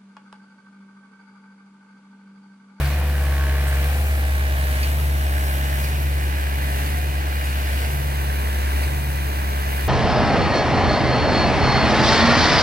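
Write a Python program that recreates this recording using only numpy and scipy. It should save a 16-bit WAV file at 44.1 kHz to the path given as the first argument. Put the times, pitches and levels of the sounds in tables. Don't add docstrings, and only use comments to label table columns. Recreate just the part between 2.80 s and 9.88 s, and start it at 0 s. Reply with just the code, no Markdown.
import sys
import numpy as np
from scipy import signal
from scipy.io import wavfile
from scipy.ndimage import map_coordinates

SR = 44100
rng = np.random.default_rng(int(sys.argv[2]) if len(sys.argv) > 2 else 0)


def decibels_to_gain(level_db):
    exponent = np.asarray(level_db, float) / 20
    return 10 ** exponent


def to_wav(s):
    ch = np.atleast_2d(s).T
    pcm = np.round(np.clip(ch, -1, 1) * 32767)
    wavfile.write(sys.argv[1], SR, pcm.astype(np.int16))


N = 312228
CONTROL_S = np.arange(0, N / SR + .002, .002)

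# t/s the valve unloads the engine, leap of firing rate f/Hz
STROKES = [
    (-0.967, 5.0),
    (-0.002, 4.1),
    (0.981, 3.616),
    (1.976, 3.762),
    (2.967, 3.546),
    (3.953, 3.784),
    (4.945, 3.456),
    (5.936, 3.703),
    (6.969, 3.82),
]
LUGGING_HZ, FIRST_FIRING = 67.282, -.144
LEAP_S, OVERSHOOT_S, OVERSHOOT_SHARE, SAG_S = .219, .112, .266, .785
PEAK_S, EMPTY_S, REFILL_S, HANDOVER_S = 0.077, 0.3, 0.75, 0.085
FUEL_CUT_S, FUEL_BACK_S, FUEL_FULL_S = 0.21, 0.43, 0.64
DRAINED = [(.9,), (0.88,), (.9,), (0.62,), (0.83,), (1,), (0.7,), (0.67,), (.9,)]
# clatter level/dB, hiss level/dB, knock level/dB,
# hydraulic whine on the ninth order level/dB
EFFORT = [(-35, -41, -38, -50), (-35, -40, -32, -41.5), (-34.5, -38.5, -32.5, -40.5),
          (-35, -38, -32.5, -41.5), (-34.5, -39, -35, -47.5), (-33.5, -38.5, -37, -45.5),
          (-35, -38.5, -36, -45.5), (-35, -39, -37, -46), (-40, -37, -40, -50)]
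SLACK_DB = (-4, -3.5, -8.5, -5.5)
CLATTER_FUEL_SHARE = 0.23

# t/s, level/dB
BOOM = [(0.0, -18.5), (0.04, -19.5), (0.51, -18), (1.58, -18.5), (1.91, -19.5), (2.33, -18.5),
        (3.04, -21.5), (3.25, -19.5), (3.65, -21.5), (4.83, -21.5), (4.95, -20), (5.19, -22.5),
        (6.01, -19.5), (6.19, -22.5), (7.04, -22), (7.08, -18.5)]
# running free level/dB, under load level/dB, phase of the free part/rad
OCTAVE = [(-30, -25, 0.52), (-34.5, -32.5, -1.4), (-39.5, -38.5, 0.71), (-33, -32.5, 0.52),
          (-33, -36.5, 0.71), (-36, -42, -0.21), (-30.5, -72, 1), (-31.5, -39, 0.44), (-33, -40, .8)]
LOADED_TURN, FREE_FADE_S = -1.6, .55
# multiple of firing rate, level/dB under the boom
LOW_ORDERS = [(0.25, -41), (0.5, -56), (0.75, -56), (1, 0), (1.25, -24), (1.5, -72), (1.75, -19.5),
              (2, -16), (2.25, -45), (2.5, -21.5), (2.75, -29.5), (3, -16), (3.25, -26), (3.5, -31.5),
              (3.75, -31.5), (4, -25), (4.25, -26.5), (4.5, -28.5), (4.75, -27), (5, -28.5), (5.25, -30),
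              (5.5, -32), (5.75, -41), (6, -28)]
# multiple, level/dB ahead, level/dB turned, loss/dB while fuel is cut
FUELLED_ORDERS = [(1.75, -42, -46, -5), (2.5, -54, -46.5, 8), (4, -57, -48.5, 0), (4.5, -50.5, -49.5, 4),
                  (2.75, -53, -52.5, -7), (3, -46, -47.5, 9), (3.25, -52.5, -55, -8.5),
                  (7, -45.5, -55.5, -2.5), (12, -51.5, -45.5, 4), (13, -42, -55.5, 28),
                  (15.75, -44, -44, 17)]
# multiple of firing rate, level/dB
CASE_ORDERS = [(10.25, -49.5), (10.5, -54.5), (11, -57), (11.25, -50), (13.25, -53.5)]
CYLINDER_DB = [-2.5, 0.0, -2.5, -1.2]
# f/Hz, width/Hz, level/dB
BLOCK = [(1542, 63, 3), (1704, 67, 6), (2030, 520, 2.5), (2320, 220, -13), (2970, 320, -12.5)]
KNOCK_LATE, CLATTER_LATE, HISS_LATE = -.08, .12, .08

# f/Hz, level/dB per Hz
RUMBLE = [(25, -5), (60, 6.5), (110, 6), (200, -2), (350, -3.5), (480, -3), (650, 0), (850, -5.5),
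          (1250, -4.5), (1500, -18)]
# f/Hz, level/dB per Hz
CLATTER = [(1100, -7), (1350, -5), (1650, 1.5), (2200, -1.5), (3000, -8), (4000, -10), (5500, -16.5),
           (7000, -26)]
# f/Hz, level/dB per Hz
HISS = [(5000, -6), (6500, -8), (7500, 2.5), (9500, -4.5), (12000, 6), (14000, -3), (15500, -6.5),
        (17500, -11)]
RUMBLE_REPEAT = .15
RUMBLE_DB, RUMBLE_PRESSURE_DB = -39.5, 2
# t/s, rumble lift/dB, hiss lift/dB
JOLTS = [
    (0.0, 12, 1),
    (0.22, 5.5, -3),
    (0.89, -4, 4),
    (3.04, 2, 1),
    (3.23, 1, 3),
    (4.18, -4, 3),
    (6.02, 1.5, 1),
]
JOLT_S = .012
# f/Hz, width/Hz, level/dB ahead, level/dB turned
GROUND = [(400, 150, -2.5, 3.5), (616, 140, 3.5, -1), (915, 120, 0, 8)]
# f/Hz, width/Hz, level/dB ahead, level/dB turned
PANELS = [(1170, 310, 1, -1.5), (1576, 90, 3.5, 5), (1980, 96, -0.5, 4.5), (2420, 90, 3, 2),
          (2864, 98, 2, 4.5), (4080, 140, 1.5, 2)]

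# t/s, slam level/dB, level/dB of the hopper's dull ring a moment later
VALVE = [
    (.05, -30.5, -37),
    (1.07, -46, -39),
    (2.03, -24, -40),
    (3.04, -29, -44),
    (4.06, -35, -33),
    (5.04, -33, -38),
    (6.03, -28.5, -39),
]
# t/s, f/Hz, level/dB, t60/s
CLINKS = [(.873, 8371, -37, .12), (.873, 8694, -42, .15), (.873, 12520, -38, .15), (4.59, 2860, -39, .5),
          (4.64, 6778, -46, .7), (4.64, 8662, -45, .4), (4.64, 2600, -42, .4), (4.69, 4700, -43, .15),
          (4.69, 4301, -47, .6), (2.19, 1270, -35, .1), (2.032, 4500, -30, .04), (2.032, 2400, -31, .04),
          (2.046, 2400, -32, .04)]
TRUCK_HUM_HZ, TRUCK_HUM_DB = 79.8, -41.5
WHINE_HZ, WHINE_DB, WHINE_SWELL_S = 2450, -53, 0.044
# t/s, lift/dB
WHINE_SWELLS = [(0.3, 3.3), (1.28, 8), (1.65, 7), (3.02, 5), (3.43, 7.8), (4.22, 13), (4.65, 6.3),
                (6.6, 4.3)]

# t/s, delay/ms by which the left microphone hears later
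BEARING = [(0.0, 0.034), (0.5, 0.046), (1.0, 0.13), (1.5, 0.25), (2.5, 0.34), (4.0, 0.43), (5.0, 0.39),
           (5.5, 0.47), (7.0, 0.45)]
# f/Hz, share alike
LIKENESS = [(150, .96), (600, .72), (1600, .67), (2500, .62), (3400, .5), (4500, .55), (5500, .45),
            (7000, .12), (15000, .07)]
# f/Hz, left over right/dB
TILT = [(60, 1), (110, 5), (200, 1.5), (380, 2), (700, 1), (1290, 1), (2380, 0), (4400, 1.5), (8120, 4),
        (15000, 7.5)]
PAN_AHEAD_DB, PAN_TURNED_DB = 6, 0
# f/Hz, width/Hz, level/dB
LEFT_PORT = [(1400, 340, -1.5), (1850, 870, -5.5), (2800, 160, 2), (13400, 1900, -7), (15800, 1300, 7)]
# f/Hz, width/Hz, level/dB
RIGHT_PORT = [(1400, 430, -0.5), (2760, 310, 0), (6400, 500, 3.5), (7350, 820, -12), (11700, 2000, 4.5),
              (15300, 1500, -2)]
CUTOFF_HZ = 15900


def firing_rate():
    rate = LUGGING_HZ
    for s, leap_hz in STROKES:
        rise = np.sin(np.pi / 2 * np.clip((CONTROL_S - s) / LEAP_S, 0, 1)) ** 2
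        after = np.maximum(CONTROL_S - s - LEAP_S, 0)
        overshoot = OVERSHOOT_SHARE * np.exp(-(after / OVERSHOOT_S) ** 2)
        sag = (1 - OVERSHOOT_SHARE) * np.exp(-after / SAG_S)
        rate = rate + leap_hz * rise * (overshoot + sag)
    return in_time(np.transpose([CONTROL_S, rate]))[0]


def exhaust(firings, fuel, facing, ninth_db):
    def order(k):
        return np.sqrt(2) * np.cos(2 * np.pi * (round(4 * k) / 4 * firings + rng.random()))

    free = stroke_shape((PEAK_S, 0), (PEAK_S + HANDOVER_S, 1), (EMPTY_S, 1), (EMPTY_S + FREE_FADE_S, 0))
    free_db, loaded_db, free_turn = per_stroke(OCTAVE)
    boom = -decibels_to_gain(in_time(BOOM)[0]) * np.cos(2 * np.pi * firings)
    boom += free * decibels_to_gain(free_db) * np.cos(4 * np.pi * firings + free_turn)
    boom += (1 - free) * decibels_to_gain(loaded_db) * np.cos(4 * np.pi * firings + LOADED_TURN)
    out = np.sqrt(2) * boom + decibels_to_gain(ninth_db) * order(9)
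    for k, db in LOW_ORDERS:
        if round(4 * k) not in (4, 7, 8, 10, 11, 12, 13, 16, 18):
            out += decibels_to_gain(db - 27.0 + 3.4 * drift(2.14)) * order(k)
    for k, ahead_db, turned_db, cut_db in FUELLED_ORDERS:
        db = ahead_db + (turned_db - ahead_db) * facing - cut_db * (1 - fuel)
        out += decibels_to_gain(db + 1.5 * drift(2.0)) * order(k)
    for k, db in CASE_ORDERS:
        out += decibels_to_gain(db + 2.5 * drift(1.2)) * order(k)
    return out


def knock(firings, spread_db, late):
    at = np.flatnonzero(np.diff(np.floor(firings - late)))
    cylinder = np.floor(firings[at + 1] - late).astype(int) % 4
    cylinder_db = np.array(CYLINDER_DB)[cylinder]
    out = np.zeros(N)
    for k, (hz, width_hz, db) in enumerate(BLOCK):
        blows = np.zeros(N)
        blow_db = cylinder_db + db + spread_db * rng.standard_normal(len(at))
        blows[at] = (-1) ** k * decibels_to_gain(blow_db)
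        out += resonate(blows, hz, width_hz) / np.sqrt(width_hz)
    return rms_one(out)


def rumble(firings, facing, pressure, thud_db):
    out = machine_noise(RUMBLE, firings, facing, repeat=RUMBLE_REPEAT, patchy_db=0.18)
    out *= decibels_to_gain(RUMBLE_DB + RUMBLE_PRESSURE_DB * pressure + thud_db + 3.5)
    out *= firing_gate(firings, depth_db=1.0, late=.0)
    for hz, width_hz, ahead_db, turned_db in GROUND:
        out = colour(out, hz, width_hz, ahead_db + (turned_db - ahead_db) * facing ** 3)
    return out


def clatter(firings, facing, level_db):
    out = machine_noise(CLATTER, firings, facing, repeat=0.05, patchy_db=0.35) * decibels_to_gain(level_db + 2.5)
    out *= firing_gate(firings, depth_db=2.2, late=CLATTER_LATE)
    for hz, width_hz, ahead_db, turned_db in PANELS:
        out = colour(out, hz, width_hz, ahead_db + (turned_db - ahead_db) * facing)
    return out


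def hiss(firings, facing, level_db):
    pan_db = PAN_AHEAD_DB + (PAN_TURNED_DB - PAN_AHEAD_DB) * facing
    out = machine_noise(HISS, firings, facing, repeat=.0, patchy_db=0.88) * decibels_to_gain(level_db + 2.5)
    out *= firing_gate(firings, depth_db=2.0, late=HISS_LATE)
    return out * decibels_to_gain((pan_db - 2.0) / 2 * np.array([[1], [-1], [1], [-1]]))


def machine_noise(spectrum, firings, facing, repeat, patchy_db):
    white = rng.standard_normal((2, 3, N))
    cycle = rng.standard_normal(4 * 630)
    looped = cycle[(firings * 630).astype(int) % len(cycle)]
    share = np.clip(repeat, 0, 1)
    white[:, 0] = np.sqrt(1 - share) * white[:, 0] + np.sqrt(share) * looped
    bottom, top = spectrum[0][0], spectrum[-1][0]
    edges = np.geomspace(bottom, top, round(3 * np.log2(top / bottom)) + 2)
    out, together = np.zeros((4, N)), drift(1.5)
    for k, (low, high) in enumerate(zip(edges, edges[1:])):
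        band_filter = signal.butter(2, [low, high], "band", fs=SR, output="sos")
        bands = signal.sosfilt(band_filter, white[k % 2])
        hz = np.sqrt(low * high)
        alike = np.clip(at_hz(LIKENESS, hz), 0, 1)
        if hz > 2000:
            alike = alike * facing
        gain = decibels_to_gain(at_hz(spectrum, hz) + patchy_db * (.5 * together + drift(8.4)))
        sides = decibels_to_gain(at_hz(TILT, hz) / 2 * np.array([[1], [-1]]))
        out[:2] += gain * np.sqrt(alike) * bands[0] * sides
        out[2:] += gain * np.sqrt(1 - alike) * bands[1:] * sides
    return out / np.sqrt(np.mean(out ** 2) * 2)


def firing_gate(firings, depth_db, late):
    cylinder = np.floor(firings - late + .5).astype(int) % 4
    strength = decibels_to_gain(np.array(CYLINDER_DB)[cylinder])
    swell = (.5 + .5 * np.cos(2 * np.pi * (firings - late))) ** 3
    return rms_one(decibels_to_gain(depth_db * strength * swell))


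def valve():
    slam, seat = np.zeros((2, N))
    for s, slam_db, seat_db in VALVE:
        slam[round(s * SR)] = decibels_to_gain(slam_db)
        seat[round((s + .08) * SR):round((s + .16) * SR)] = decibels_to_gain(seat_db)
    decay = decibels_to_gain(-60 / (.15 * SR))
    blow = signal.lfilter([1], [1, -decay], slam) * rng.standard_normal(N)
    steel = resonate(blow, 2100, 500) - 0.61 * resonate(blow, 2700, 500) + 0.53 * resonate(blow, 4540, 460)
    hopper = np.sin(2 * np.pi * 715 * np.arange(N) / SR + 1.3 * drift(17.0))
    return 3.6 * steel + resonate(seat * hopper, 706, 40)


def clinks():
    out, t = np.zeros(N), np.arange(SR // 2) / SR
    onset = np.minimum(t / 0.00074, 1)
    for s, hz, db, t60 in CLINKS:
        start = round(s * SR)
        out[start:start + len(t)] += decibels_to_gain(db - 60 * t / t60) * np.sin(2 * np.pi * hz * t) * onset
    return out


def truck(whine_db):
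    t = np.arange(N) / SR
    hum = decibels_to_gain(TRUCK_HUM_DB + 0.78 * drift(1.4)) * np.sin(2 * np.pi * TRUCK_HUM_HZ * t)
    whine = np.sin(2 * np.pi * WHINE_HZ * t + 1.7 * drift(2.0))
    whine *= decibels_to_gain(whine_db + 0.5 + 2.0 * drift(6.0))
    return np.sqrt(2) * (hum + whine)


def stroke_shape(*points):
    return in_time([(s + after, value) for s, _ in STROKES for after, value in points])[0]


def per_stroke(rows):
    starts = [s + PEAK_S for s, _ in STROKES]
    ends = starts[1:] + [N / SR + 1]
    held = []
    for start, end, row in zip(starts, ends, rows):
        held += [(start + HANDOVER_S, *row), (end, *row)]
    return in_time(held)


def bumps(rows, width_s):
    lifts = sum(np.outer(row[1:], np.exp(-((CONTROL_S - row[0]) / width_s) ** 2)) for row in rows)
    return in_time(np.transpose([CONTROL_S, *lifts]))


def in_time(rows):
    s, *columns = np.transpose(rows)
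    return [np.interp(np.arange(N) / SR, s, column) for column in columns]


def at_hz(points, hz):
    f, value = np.transpose(points)
    return np.interp(np.log(hz), np.log(f), value)


def drift(rate):
    r = np.exp(-80 * np.pi * rate / SR)
    chance = rng.standard_normal(N // 40 + 2002)
    slow = signal.lfilter([1], [1, -2 * r, r * r], chance)[2000:]
    return np.interp(np.arange(N) / 40, np.arange(len(slow)), rms_one(slow))


def rms_one(x):
    return x / np.sqrt(np.mean(x ** 2) + 1e-20)


def resonate(x, hz, width_hz):
    r = np.exp(-np.pi * width_hz / SR)
    drive = np.array([1, 0, -1]) * (1 - r * r) / 2
    return signal.lfilter(drive, [1, -2 * r * np.cos(2 * np.pi * hz / SR), r * r], x + 1e-18)


def colour(x, hz, width_hz, db):
    return x + (decibels_to_gain(db) - 1) * resonate(x, hz, width_hz)


def scene():
    pressure = stroke_shape((PEAK_S, 1), (EMPTY_S, 0), (REFILL_S, 0.1))
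    pressure = 1 - (1 - pressure) * per_stroke(DRAINED)[0]
    fuel = stroke_shape((0.03, 0.85), (FUEL_CUT_S, 0), (FUEL_BACK_S, 0.7), (FUEL_FULL_S, 1))
    clatter_drive = pressure + CLATTER_FUEL_SHARE * (fuel - pressure)
    drives = clatter_drive, pressure, fuel ** 2, fuel
    levels = [db + slack * (1 - drive) for db, slack, drive in zip(per_stroke(EFFORT), SLACK_DB, drives)]
    clatter_db, hiss_db, knock_db, ninth_db = levels
    thud_db, puff_db = bumps(JOLTS, JOLT_S)
    whine_db = WHINE_DB + bumps(WHINE_SWELLS, WHINE_SWELL_S)[0]

    firings = FIRST_FIRING + np.cumsum(firing_rate()) / SR
    lag_ms, = in_time(BEARING)
    facing = np.clip(2.6 * lag_ms - .2, .15, 1)

    direct = exhaust(firings, fuel, facing, ninth_db) * decibels_to_gain([[.3], [-.3]])
    noise = rumble(firings, facing, pressure, thud_db)
    noise = noise + clatter(firings, facing, clatter_db) + hiss(firings, facing, hiss_db + puff_db)
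    strikes = knock(firings, spread_db=1.5, late=KNOCK_LATE) * decibels_to_gain(knock_db - 1.5)
    direct += (strikes + valve() + truck(whine_db)) * decibels_to_gain([[-.8], [.8]])
    direct += noise[:2]
    heard_at = np.arange(N) - lag_ms * SR / 1000
    left = map_coordinates(direct[0], [heard_at], order=2, mode="nearest")
    return np.array([left, direct[1]]) + noise[2:] + clinks() * decibels_to_gain([[2.5], [-4.0]])


def band_limit(x):
    return signal.sosfilt(signal.butter(12, 17030, fs=SR, output="sos"), x)


def record(dry):
    left, right = dry
    for port in LEFT_PORT:
        left = colour(left, *port)
    for port in RIGHT_PORT:
        right = colour(right, *port)
    bass_cut = signal.butter(1, 25, "high", fs=SR, output="sos")
    top_cut = signal.ellip(14, .5, 80, CUTOFF_HZ, fs=SR, output="sos")
    mix = signal.sosfilt(top_cut, signal.sosfilt(bass_cut, [left, right]))
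    return band_limit(mix)


dry = scene()
out = record(dry)
to_wav(out)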